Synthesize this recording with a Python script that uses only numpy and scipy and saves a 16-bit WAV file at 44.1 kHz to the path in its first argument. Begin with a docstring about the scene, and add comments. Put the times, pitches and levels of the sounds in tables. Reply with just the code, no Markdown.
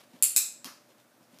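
"""Training clicker in a quiet kitchen

One microphone in the room. A clicker is pressed and released: its steel tongue snaps twice,
and the floor and cabinets echo it. A dog steps about on the wooden boards, one paw landing
with a sharp tap of claws and a short skid. Clothes and fur rustle over an appliance's hum."""
import sys
import numpy as np
from scipy import signal
from scipy.fft import rfft, irfft, next_fast_len
from scipy.io import wavfile

SR = 44100
rng = np.random.default_rng(int(sys.argv[2]) if len(sys.argv) > 2 else 0)


def to_wav(sig):
    """Store sig (one row per channel, or 1-D mono) as 16-bit WAV at the path in sys.argv[1].

    Samples outside -1..1 are clipped; the rate is SR.
    """
    pcm = np.clip(np.atleast_2d(sig), -1, 1) * 32767
    pcm = np.round(pcm).astype(np.int16)
    wavfile.write(sys.argv[1], SR, pcm.T)  # frames by channels


N = 61739
T = np.arange(N) / SR

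# the tongue's resonances as it buckles and as it springs back (frequency [Hz], width [Hz], peak [dB])
PRESS_RESONANCES = [(1373, 99, -15), (2632, 380, -12.5), (4335, 600, -11.5), (4950, 490, -14.5),
                    (6940, 500, -6.5), (7430, 450, 1), (8140, 690, -0.5), (8870, 500, -4), (9630, 550, 3),
                    (10430, 350, 2), (11400, 410, -2), (11800, 700, -8), (12990, 400, -0.5),
                    (14260, 1100, -8.5)]
RELEASE_RESONANCES = [(1737, 660, -19.5), (2505, 240, -7.5), (3870, 410, -7.5), (4350, 300, -10),
                      (5230, 420, -6.5), (6515, 220, -4), (7300, 350, 1.5), (7900, 550, -0.5),
                      (7830, 720, 1), (9900, 1000, -5.5), (11160, 900, -3.5), (12700, 860, -7.5),
                      (12800, 1000, -7), (14540, 1100, -7)]
# the broadband crack under those resonances (frequency [Hz], level [dB])
PRESS_CRACK_SPECTRUM = [(100, -34.5), (260, -28), (450, -38.5), (900, -30.5), (2000, -25.5), (3400, -21),
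                        (6000, -19.5), (9000, -8.5), (15000, -16)]
RELEASE_CRACK_SPECTRUM = [(100, -50), (500, -26.5), (1100, -29), (2150, -24), (3150, -39.5), (4200, -15),
                          (9000, -7), (15000, -12.5)]


def clicker(resonances, crack, at_s, level_db, room_db):
    """The tongue flips: a sharp crack rings its heavily damped resonances for a few milliseconds."""
    hz = np.linspace(SR / 1000, SR / 2, SR // 40)
    ring_power = sum((undb(peak) / (1 + 2 * ((hz - centre) / width) ** 2)) ** 2
                     for centre, width, peak in resonances)
    power = undb(level_at(crack, hz)) ** 2 + ring_power
    spectrum = np.column_stack([hz, 10 * np.log10(power)])
    snap = burst(spectrum, decay_s=.001)
    return undb(level_db) * delay(kitchen(snap, room_db), at_s)


# claws striking the boards (time [s], level [dB])
CLAW_TAPS = [(0.6449, -15.5), (0.6557, -27), (0.6599, -28.5), (1.01, -54.5), (1.23, -43), (1.387, -31.5)]
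# the sound of one tap (frequency [Hz], level [dB])
CLAW_SPECTRUM = [(200, -20.5), (550, -22.5), (1050, 2), (1550, -2), (2400, -2.5), (4000, -3), (5150, 3.5),
                 (6500, -1.5), (8800, -7), (12000, -2), (15000, -11.5)]


def claws():
    """Hard claws tick on the wooden floor."""
    taps = sum(undb(db) * delay(burst(CLAW_SPECTRUM, decay_s=.00078), s) for s, db in CLAW_TAPS)
    return kitchen(taps, room_db=2.5, echo_db=-8.5)


# soft footfalls on the boards (time [s], level [dB])
PAW_STEPS = [(.133, -27.5), (.651, -24.5), (1.207, -36), (1.328, -32)]
# the sound of one footfall (frequency [Hz], level [dB])
PAW_SPECTRUM = [(50, -38.5), (130, -9.5), (250, 3), (400, -16), (620, -8.5), (1200, -23.5), (4000, -30),
                (12000, -45)]


def paws():
    """Soft pads land with a longer contact and a low thud."""
    thuds = sum(undb(db) * delay(burst(PAW_SPECTRUM, decay_s=.009), s) for s, db in PAW_STEPS)
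    return kitchen(thuds, room_db=1, echo_db=-1.5)


# a pad sliding on wood (frequency [Hz], level [dB])
SCUFF_SPECTRUM = [(200, -39), (750, -22), (1050, 3.5), (1600, -1.5), (2300, -9), (5000, -25), (15000, -42)]


def skid(squeak_hz=3200):
    """The landing paw slides: a claw squeaks, then the pad scuffs."""
    squeak = swell(middle_s=.659, half_s=.002, level_db=-42) * np.sin(2 * np.pi * squeak_hz * T)
    scuff = swell(middle_s=.682, half_s=.0077, level_db=-50) * noise(SCUFF_SPECTRUM)
    return kitchen(squeak, room_db=-23, echo_db=-10) + kitchen(scuff, room_db=-3.5, echo_db=-11)


# brushes of cloth and fur, faint at the microphone (time [s], half length [s], level [dB])
BRUSHES = [(.0, 0.041, -59), (0.159, 0.044, -63), (0.911, 0.019, -64), (1.0, 0.018, -65.5),
           (1.357, .03, -63.5)]
# the sound of the brushing (frequency [Hz], level [dB])
RUSTLE_SPECTRUM = [(100, -12), (300, -2.5), (620, 2.5), (1500, -5), (3000, -2.5), (4800, -5.5),
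                   (8000, -10.5), (15000, -15)]


def rustle(grain_db=2.5):
    """Cloth and fur brush in short, grainy swells of noise."""
    envelope = sum(swell(s, half_s, db) for s, half_s, db in BRUSHES)
    return envelope * noise(RUSTLE_SPECTRUM) * undb(grain_db * wander(rate_hz=300))


# steady tones of an appliance in the room (frequency [Hz], level [dB])
HUM_TONES = [(120, -79.5), (240, -74.5), (589, -76.5)]


def appliance_hum(waver_db=2.5):
    """An appliance hums, each tone wavering in level on its own."""
    hum = np.zeros(N)
    for hz, db in HUM_TONES:
        amplitude = np.sqrt(2) * undb(db - waver_db * wander(rate_hz=24))
        hum += amplitude * np.sin(2 * np.pi * (hz * T + rng.random()))
    return hum


# the kitchen's room tone (frequency [Hz], level [dB])
AIR_SPECTRUM = [(18, -67), (30, -39.5), (85, -27.5), (110, -8.5), (195, -6), (222, -2), (296, -4.5),
                (337, -2.5), (364, -10.5), (597, -4), (837, -11.5), (1600, -12.5), (2030, -17), (2990, -20),
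                (15000, -24)]


def room_air(level_db=-63):
    """A low, even wash of air lies under everything."""
    return undb(level_db) * noise(AIR_SPECTRUM)


# reflections off floor and cabinets, reaching the microphone after the sound (delay [s], level [dB])
REFLECTIONS = [(.0015, -3.5), (.0052, -11), (.0079, -5), (.0091, -4.5), (0.0146, -9.5), (0.0158, -3.5),
               (0.024, -11)]
# the kitchen's reverberation (frequency [Hz], time to fall 60 dB [s])
REVERB_TIMES = [(150, .36), (1000, .44), (2600, 0.42), (5000, 0.42), (7800, 0.39), (11000, 0.3),
                (15000, 0.26)]


def kitchen(x, room_db, echo_db=0, smear_s=.00017, gap_s=.002, build_s=.0022):
    """Direct sound, reflections smeared by uneven surfaces, then a tail whose treble dies first."""
    early = sum(undb(db) * delay(unit(scatter(smear_s)), s) for s, db in REFLECTIONS)
    hz, t, cells = signal.stft(rng.standard_normal(N), SR, nperseg=256)
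    decay = np.exp(-np.log(1000) * t / level_at(REVERB_TIMES, hz)[:, None])
    tail = signal.istft(cells * decay, SR)[1][:N]
    tail = delay(tail * (1 - np.exp(-T / build_s)), gap_s)
    response = undb(echo_db) * early + undb(room_db) * unit(tail)
    return x + signal.fftconvolve(x, response)[:N]


def undb(db):
    """Decibels to gain."""
    return 10 ** (np.asarray(db) / 20)


def unit(x):
    """Scale to an energy of one."""
    return x / np.sqrt(np.sum(x ** 2) + 1e-18)


def level_at(points, hz):
    """A table's value at hz, interpolated along a logarithmic frequency axis."""
    frequencies, values = np.array(points).T
    return np.interp(np.log(np.maximum(hz, 1)), np.log(frequencies), values)


def colour(x, spectrum):
    """Causal filter with the given (frequency [Hz], level [dB]) shape."""
    size = 2 * next_fast_len(N)
    gain = undb(level_at(spectrum, np.fft.rfftfreq(size, 1 / SR)))
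    cepstrum = irfft(np.log(gain))
    cepstrum[1:size // 2] *= 2  # minimum phase: nothing rings ahead of a hit
    cepstrum[size // 2 + 1:] = 0
    return irfft(rfft(x, size) * np.exp(rfft(cepstrum)))[:N]


def noise(spectrum):
    """Coloured noise of rms one."""
    return unit(colour(rng.standard_normal(N), spectrum)) * np.sqrt(N)


def scatter(decay_s):
    """Quickly dying noise with an even spectrum."""
    bins = rfft(rng.standard_normal(N) * np.exp(-T / decay_s))
    return irfft(bins / np.abs(bins), N) * (T < T[-1] / 2)


def burst(spectrum, decay_s):
    """A brief contact with the given colour."""
    return unit(colour(scatter(decay_s), spectrum))


def swell(middle_s, half_s, level_db):
    """A bell-shaped rise and fall."""
    return undb(level_db) * np.exp(-((T - middle_s) / half_s) ** 2 / 2)


def delay(x, s):
    """The same sound s seconds later."""
    return np.concatenate([np.zeros(max(int(s * SR), 0)), x])[:N]


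def wander(rate_hz):
    """A random drift with a spread near one."""
    return np.interp(T * rate_hz, np.arange(N), rng.standard_normal(N))


def scene():
    """Everything as heard from one spot in the kitchen, in mono."""
    press = clicker(PRESS_RESONANCES, PRESS_CRACK_SPECTRUM, at_s=.2248, level_db=5.5, room_db=5)
    release = clicker(RELEASE_RESONANCES, RELEASE_CRACK_SPECTRUM, at_s=.3629, level_db=5.5, room_db=4.5)
    dog = claws() + paws() + skid()
    return (press + release + dog + rustle() + appliance_hum() + room_air())[None]


def record(dry, bass_hz=90, top_hz=15150):
    """The microphone thins the deep bass and cuts the top."""
    low_cut = signal.butter(2, bass_hz, "high", fs=SR, output="sos")
    high_cut = signal.ellip(10, .2, 70, top_hz, fs=SR, output="sos")
    return signal.sosfilt(high_cut, signal.sosfilt(low_cut, dry))


dry = scene()
out = record(dry)
to_wav(out)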